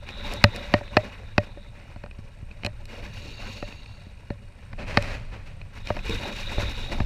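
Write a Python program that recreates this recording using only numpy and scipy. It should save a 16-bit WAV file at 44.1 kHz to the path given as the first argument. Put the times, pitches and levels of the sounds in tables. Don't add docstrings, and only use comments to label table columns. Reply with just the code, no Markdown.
import sys
import numpy as np
from scipy import signal
from scipy.fft import rfft, irfft
from scipy.io import wavfile
from scipy.ndimage import uniform_filter1d, minimum_filter1d

SR = 44100
rng = np.random.default_rng(int(sys.argv[2]) if len(sys.argv) > 2 else 0)


def dump_mix(stems):
    frames = np.atleast_2d(stems).T
    limited = np.clip(frames, -1, 1)
    pcm = np.round(limited * 32767).astype(np.int16)
    wavfile.write(sys.argv[1], SR, pcm)


N = 311037
T = np.arange(N) / SR
HZ = np.fft.rfftfreq(N, 1 / SR)

# f/Hz, level/dB, t60/s
CASE_MODES = [(589, -2.5, 0.089), (713, -16.5, 0.063), (1862, -18, 0.075)]
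# f/Hz, width/Hz, gain/dB
CASE_WALL = [(1216, 48, -7), (2000, 180, 2), (2470, 210, 6), (2858, 59, 10), (3136, 590, -7.5),
             (3800, 100, 6), (4700, 220, 5.5), (4834, 200, -10), (8900, 1300, -4.5)]


def water(gulp_db=-2.5, drop_db=-3, spray_db=0.8, slosh_db=1.5, clump_db=1.3, lap_db=0.84, lap_hz=8.4):
    splash_spectrum = [(120, -19.5), (200, 4.5), (330, -6.5), (600, -3.5), (1000, -3.5), (1600, -3.5),
                       (2600, -6), (4200, -18.5), (5200, -19.5), (6600, -27), (7800, -29), (11000, -36),
                       (15500, -43)]
    colour_db = spectrum_db(splash_spectrum, HZ) + peaks_db(CASE_WALL, HZ)
    clumps = amp(clump_db * wander(40))
    gulps = bubbles(177.9, 996, per_s=600, cycles=5.35, rise=0.073, spread_db=3.4) + noise()
    drops = bubbles(900, 4000, per_s=1800, cycles=5, rise=0.04, spread_db=3) + noise()
    spray = bubbles(3000, 15000, per_s=2600, cycles=3, rise=0.03, spread_db=2.4) + noise()
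    gulps = shaped(gulps, colour_db, 110, 980)
    case_ring = unit(signal.oaconvolve(gulps, ring(CASE_MODES))[:N])
    gulps = unit(gulps + amp(-7) * case_ring)
    gulp_env, drop_env, spray_env = thrash_envelopes(lap_db * wander(lap_hz))
    return clumps * (gulps * gulp_env * amp(gulp_db + slosh_db * wander(28))
                     + shaped(drops, colour_db, 800, 4200) * drop_env * amp(drop_db)
                     + shaped(spray, colour_db, 2540, 16000) * spray_env * amp(spray_db))


def thrash_envelopes(swell_db):
    # t/s, length/s, splash/dB, gulps/dB re splash, spray/dB re splash
    thrashes = [(0.0, 0.037, -49, 2, -8), (0.05, 0.059, -41.5, -3.5, -11.5), (0.127, 0.12, -46, -1.5, -8.5),
                (0.22, 0.13, -37.5, 1.5, -7), (0.387, .11, -42, 0, -12), (0.51, 0.088, -40, 3, -8.5),
                (0.609, 0.18, -42, -3, -8.5), (0.899, 0.17, -42.5, 4, -9.5),
                (1.103, 0.036, -42.5, -9, -11.5), (1.38, 0.061, -48, 6, -8), (1.714, 0.22, -55, 0.5, -10),
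                (2.61, 0.077, -53, 0, -9), (2.78, 0.026, -54, 6, -5), (2.87, 0.13, -46.5, 0, -5),
                (3.006, 0.047, -42, 0, -6.5), (3.107, 0.22, -53, 0.5, 2), (3.363, 0.12, -45, 1, -6),
                (3.459, 0.14, -51, 1.5, 2), (3.63, 0.083, -47, -0.5, -6.5),
                (5.722, 0.057, -45.5, 0.5, -6.5), (5.838, 0.052, -42, -2.5, -3.5),
                (5.925, 0.056, -44, 4, -6.5), (6.024, 0.16, -37.5, -3, -4.5), (6.185, .11, -38, 0.5, -6.5),
                (6.304, 0.13, -41.5, -7, -1.5), (6.457, 0.11, -39, -2.5, -4),
                (6.574, 0.044, -30.5, 0, -6.5), (6.663, 0.047, -39.5, -1, -2),
                (6.744, 0.098, -51.5, 10.5, 6), (6.889, 0.045, -37.5, 7.5, -4)]
    lapping = [-57.5, -58, -65]
    powers = [amp(db + swell_db) ** 2 for db in lapping]
    for t_s, length_s, db, gulp_db, spray_db in thrashes:
        envelope = stroke(T[:2 * SR], length_s, rise_s=0.04, fade_s=0.032, tail_db=-11, tail_s=0.34)
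        for power, offset_db in zip(powers, (gulp_db, 0, spray_db)):
            add(power, t_s, (amp(db + offset_db) * envelope) ** 2)
    return np.sqrt(powers)


def bubbles(lo_hz, hi_hz, per_s, cycles, rise, spread_db, sizes=24):
    out = np.zeros(N)
    for hz in np.geomspace(lo_hz, hi_hz, sizes):
        age = np.arange(0, 5, hz / cycles / SR)
        pop = np.exp(-age) * np.sin(2 * np.pi * cycles * age * (1 + rise * age / 2))
        births = rng.random(N) < per_s / sizes / SR
        strength = amp(spread_db * np.minimum(rng.exponential(1, N), 3.5))
        out += hz * signal.oaconvolve(births * strength, pop)[:N]
    return unit(out)


def plunges(rise_s=0.0012, decay_s=0.051):
    pockets = [(0.545, -41.5, 425), (2.975, -42.5, 400), (3.25, -43.5, 330), (6.093, -26.5, 278),
               (6.275, -40, 423), (6.53, -36, 423)]
    cloud = bubbles(177.7, 711, per_s=310, cycles=17.3, rise=0.1, spread_db=1)
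    out = np.zeros(N)
    for t_s, db, hz in pockets:
        age_s = np.maximum(T - t_s, 0)
        envelope = (1 - np.exp(-age_s / rise_s)) * np.exp(-age_s / decay_s)
        out += amp(db) * envelope * shaped(cloud, 0, hz / 2.1, hz * 1.66)
    return out


def falling_drops():
    shower = [(3.05, -65), (3.25, -50.5), (3.55, -48), (3.75, -54), (4.0, -60.5), (4.2, -74)]  # t/s, level/dB
    patter_peaks = [(2755, 47, 6), (3846, 230, 0), (4460, 120, 0), (5640, 140, -26.5), (6620, 180, -9)]  # f/Hz, width/Hz, level/dB
    colour = sum(amp(db) * resonance(hz, width_hz) for hz, width_hz, db in patter_peaks)
    patter = bubbles(2200, 7700, per_s=1410, cycles=3.6, rise=0.16, spread_db=1.6)
    return shaped(patter, 20 * np.log10(colour), 2200, 7400) * gain_curve(shower)


def drag(clicks_per_s=420, spool_hz=3780, width_hz=220, gain_db=3, surge_db=2):
    runs = [
        [(0.0, -65), (0.13, -49), (0.33, -46.5), (0.99, -61.5), (1.2, -67.5), (1.65, -65.5), (2.1, -98)],
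        [(5.8, -58), (5.966, -65), (6.098, -47), (6.22, -53), (6.7, -44.5), (6.924, -49), (7.05, -56.5)],
    ]
    pull = wander(21)
    teeth = np.floor(np.cumsum(clicks_per_s * np.exp(0.27 * pull)) / SR)
    clicks = np.diff(teeth, prepend=0) * (1 + 0.53 * noise())
    buzz = shaped(clicks, 20 * np.log10(resonance(spool_hz, width_hz)), 2700, 4200)
    return buzz * sum(gain_curve(run) for run in runs) * amp(gain_db + surge_db * pull)


def knocks(pivot_hz=720, thud_hz=280, edge_db_per_oct=18, ring_db=-40, detune=0.022):
    # t/s, strength/dB, hardness/(dB/oct), low edge/Hz (higher for lighter things), boom/dB
    strikes = [(0.4398, 34.5, 3.5, 60, -3), (0.7386, 28, -1, 57.7, -12.5), (0.81, 8.5, -10.5, 427, -41),
               (0.9683, 30, -1.24, 59.6, -13), (1.3797, 26.5, -0.25, 58.7, -13),
               (1.5706, -9.5, -11.5, 60, -55), (1.9598, -0.5, -4.5, 405, -33), (2.037, 6, -5, 410, -31.5),
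               (2.0608, 0, -3.5, 362, -47), (2.1866, -21, 5, 60, -31), (2.426, -20, -2, 61, -34),
               (2.6471, 8, -2.5, 60, -22), (2.668, 6.5, -4, 292, -30), (3.6254, 9.5, -3, 60.6, -31),
               (4.065, -32, -17, 60, -36), (4.303, 8, -3.5, 61, -22.5), (4.73, 9, -4.5, 970, -34),
               (4.9721, 28, 0.5, 61.5, -14.5), (5.9028, 25, -10, 620, -20.5), (5.9668, 8, -1, 60, -43),
               (6.5799, 17, -13, 610, -20.5), (6.916, 3.5, -1, 60.6, -33), (7.0018, 15.5, -3, 403, -16)]
    knock_spectrum = [(50, 3.5), (280, 0), (720, 1.5), (2100, -3.5), (4500, -10.5), (8200, -38),
                      (14000, -43.5)]
    mount_modes = [(103.1, 0, .11), (153, -2, 0.037), (205, -4.5, 0.05)]  # f/Hz, level/dB, t60/s
    hz, base_db = np.transpose(knock_spectrum)
    out = np.zeros(N)
    for t_s, db, hardness, edge_hz, boom_db in strikes:
        tilt_db = hardness * np.log2(np.maximum(hz, thud_hz) / pivot_hz)
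        low_cut_db = edge_db_per_oct * np.minimum(np.log2(hz / edge_hz), 0)
        colour = np.c_[hz, db + base_db + tilt_db + low_cut_db]
        add(out, t_s - 0.0003, amp(-6) * contact(colour, chatter_s=0.004513, bend_s=0.003054))
        add(out, t_s + 0.00332, -amp(boom_db - 1.5) * ring(mount_modes))
        modes = np.multiply(CASE_MODES, [1 + detune * rng.standard_normal(), 1, 1])
        add(out, t_s + 0.00322, amp(spectrum_db(colour, thud_hz) + ring_db) * ring(modes))
    return out


def ticks(pivot_hz=2450):
    touches = [(0.0892, -5, -4.5), (0.3373, -12.5, 10), (0.562, -14, 8.5), (0.878, -10.5, -12),
               (2.1114, -13, -12), (2.512, -13, -15), (2.6345, -1.5, -15), (2.6482, 1.5, -1),
               (2.656, -11, 0), (2.6632, 3, 0.5), (2.855, -18.5, 5.5), (3.7243, -8.5, -24),
               (3.86, -15.5, -8), (5.0249, -6, 3.5), (5.6143, -10, -13), (5.872, -4.5, -1), (5.99, -6, -22),
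               (6.0958, -5, 2)]
    tick_spectrum = [(300, -1.5), (1800, -12), (2450, 1), (4100, -5.5), (7500, -18), (14000, -29)]
    hz, base_db = np.transpose(tick_spectrum)
    out = np.zeros(N)
    for t_s, db, hardness in touches:
        tilt_db = hardness * np.maximum(np.log2(hz / pivot_hz), 0)
        colour = np.c_[hz, db + base_db + tilt_db]
        add(out, t_s - 0.0003, amp(4.5) * contact(colour, chatter_s=0.0025, bend_s=0.00224))
    return out


def contact(colour, chatter_s, bend_s, touches=12, size=4096):
    shell_peaks = [(1087, 53, -2), (1870, 260, 3), (2516, 135, 5), (3450, 290, -10.5), (4250, 110, 6),
                   (5460, 470, 2.5), (6530, 480, -9.5), (9900, 1800, -3)]
    hz = np.fft.rfftfreq(size, 1 / SR)
    gaps, force = rng.uniform(0.16, 1, touches), rng.uniform(-0.72, 1, touches)
    when = (np.cumsum(gaps) - gaps[0]) / gaps.sum()
    softening = np.exp(-np.outer(when, 0.45 + hz / 6000))
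    delays = np.exp(-2j * np.pi * np.outer(when * chatter_s, hz))
    chatter = np.r_[1, force[1:]] @ (softening * delays)
    energy, bins = np.r_[0, np.cumsum(abs(chatter) ** 2)], np.arange(len(hz))
    lo, hi = bins * 3 // 4, np.minimum(bins * 5 // 4 + 1, len(hz))
    chatter /= np.sqrt((energy[hi] - energy[lo]) / (hi - lo) + 1e-3)
    db = spectrum_db(colour, hz) + peaks_db(shell_peaks, hz) - 24 * np.log2(np.maximum(hz / 10500, 1))
    log_gain = np.log(amp(np.r_[db, db[-2:0:-1]]))
    min_phase = np.exp(np.conj(signal.hilbert(log_gain)))[:len(hz)]
    lag_s = bend_s / np.sqrt(1 + hz / 400)
    dispersion = np.exp(-2j * np.pi * np.cumsum(lag_s) * SR / size)
    return irfft(chatter * min_phase * dispersion)[:size // 2]


def cloth(slips_per_s=12000, spread_db=2, pivot_hz=1500, size=32768):
    rubs = [(4.774, 0.048, -37, -2), (4.86, .13, -36.5, -0.2), (5.0, 0.15, -37, 0),
            (5.312, 0.032, -40, -1.7), (5.452, 0.021, -47.5, 1)]
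    rasp_spectrum = [(88, -34), (150, -2.5), (248, -1.5), (308, -8.5), (583, -6), (1240, -10.5),
                     (2500, -6.5), (3100, -15), (4220, -16), (4840, -20), (15500, -48.5)]
    case_peaks = [(560, 49, 4.5), (2540, 110, 3), (3520, 190, -4.5), (4300, 210, 0)]
    hz, out = np.fft.rfftfreq(size, 1 / SR), np.zeros(N)
    colour_db = spectrum_db(rasp_spectrum, hz) + peaks_db(case_peaks, hz)
    for t_s, length_s, db, brightness in rubs:
        slips = (rng.random(size) < slips_per_s / SR) * noise(size) * amp(spread_db * noise(size))
        tilt_db = brightness * np.log2(np.maximum(hz, 200) / pivot_hz)
        rasp = unit(irfft(rfft(slips) * amp(colour_db + tilt_db)))
        envelope = stroke(T[:size], length_s, rise_s=0.019, fade_s=0.033, tail_db=-15, tail_s=0.35)
        add(out, t_s, amp(db) * envelope * rasp)
    return out


def handling(sway_db=5.5, boom_db=-11.5, boom_db_per_db=0.75, jolt_db=2, jolt_hz=7):
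    movement = [(0.0, -42.5), (0.33, -40.5), (1.1, -46), (1.7, -49), (2.4, -48.5), (3.35, -44.5),
                (3.7, -48.5), (4.65, -49.5), (4.95, -38.5), (5.35, -40), (5.5, -48), (5.9, -44.5),
                (6.1, -35.5), (6.42, -44.5), (6.58, -33), (6.88, -41), (7.05, -25.5)]
    rumble_spectrum = [(8, -31), (22, 2.5), (35, -6), (58, -9), (80, -4), (98, 0), (120, -9), (150, -15),
                       (260, -15.5)]
    movement_db = np.interp(T, *np.transpose(movement))
    colour_db = spectrum_db(rumble_spectrum, HZ)
    sway = shaped(noise(), colour_db, 15, 69) * amp(sway_db + movement_db)
    boom = shaped(noise(), colour_db, 87, 197) * amp(boom_db + boom_db_per_db * movement_db)
    return sway + boom * amp(jolt_db * wander(jolt_hz))


def whine(centre_hz=8570, width_hz=70, level_db=-77, frames_per_s=60):
    tone = shaped(noise(), 20 * np.log10(resonance(centre_hz, width_hz)), 7000, 10000)
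    pulse = 1 + 0.9 * np.sin(2 * np.pi * frames_per_s * T)
    return amp(level_db) * unit(tone * pulse)


def air(level_db=-65.5):
    air_spectrum = [(100, 7), (600, 2.5), (2600, -35), (5000, -25.5), (8000, -13), (12000, -22.5),
                    (15500, -70)]
    colour_db = spectrum_db(air_spectrum, HZ) + peaks_db(CASE_WALL, HZ)
    return amp(level_db) * shaped(noise(), colour_db, 150, 17000)


def stroke(age_s, length_s, rise_s, fade_s, tail_db, tail_s):
    after_s = np.maximum(age_s - length_s, 0)
    release = np.hypot(np.exp(-after_s / fade_s), amp(tail_db) * np.exp(-after_s / tail_s))
    return np.minimum(age_s / rise_s, 1) * release


def ring(modes):
    t = T[:8192]
    return sum(amp(db - 60 * t / t60_s) * np.sin(2 * np.pi * hz * t) for hz, db, t60_s in modes)


def shaped(x, colour_db, lo_hz, hi_hz):
    band = 1 / np.sqrt((1 + (lo_hz / (HZ + 1)) ** 16) * (1 + (HZ / hi_hz) ** 16))
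    return unit(irfft(rfft(x) * amp(colour_db) * band, N))


def resonance(centre_hz, width_hz):
    return 1 / (1 + ((HZ - centre_hz) / width_hz) ** 2)


def peaks_db(peaks, hz):
    return sum(db * np.exp(-((hz - centre_hz) / width_hz) ** 2) for centre_hz, width_hz, db in peaks)


def spectrum_db(points, hz):
    point_hz, db = np.transpose(points)
    return np.interp(np.log(hz + 1), np.log(point_hz + 1), db)


def gain_curve(points):
    return amp(np.interp(T, *np.transpose(points), left=-120, right=-120))


def wander(rate_hz):
    return unit(irfft(rfft(noise()) / (1 + (HZ / rate_hz) ** 4), N))


def noise(size=N):
    return rng.standard_normal(size)


def add(mix, t_s, sound):
    part = mix[max(round(t_s * SR), 0):][:len(sound)]
    part += sound[:len(part)]


def amp(db):
    return 10 ** (np.asarray(db) / 20)


def unit(x):
    return x / np.sqrt(np.mean(x ** 2) + 1e-20)


def scene():
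    fish = water() + plunges() + falling_drops()
    tackle = drag() + knocks() + ticks()
    return (fish + tackle + cloth() + handling() + whine() + air())[None]


def record(dry, ceiling=1.0, cutoff_hz=15750):
    gain = np.minimum(1, ceiling / (abs(dry) + 1e-9))
    limited = dry * uniform_filter1d(minimum_filter1d(gain, size=25), size=25)
    low_pass = signal.firwin(511, cutoff_hz, window=("kaiser", 9), fs=SR)
    return signal.oaconvolve(limited, low_pass[None], "same")


dry = scene()
out = record(dry)
dump_mix(out)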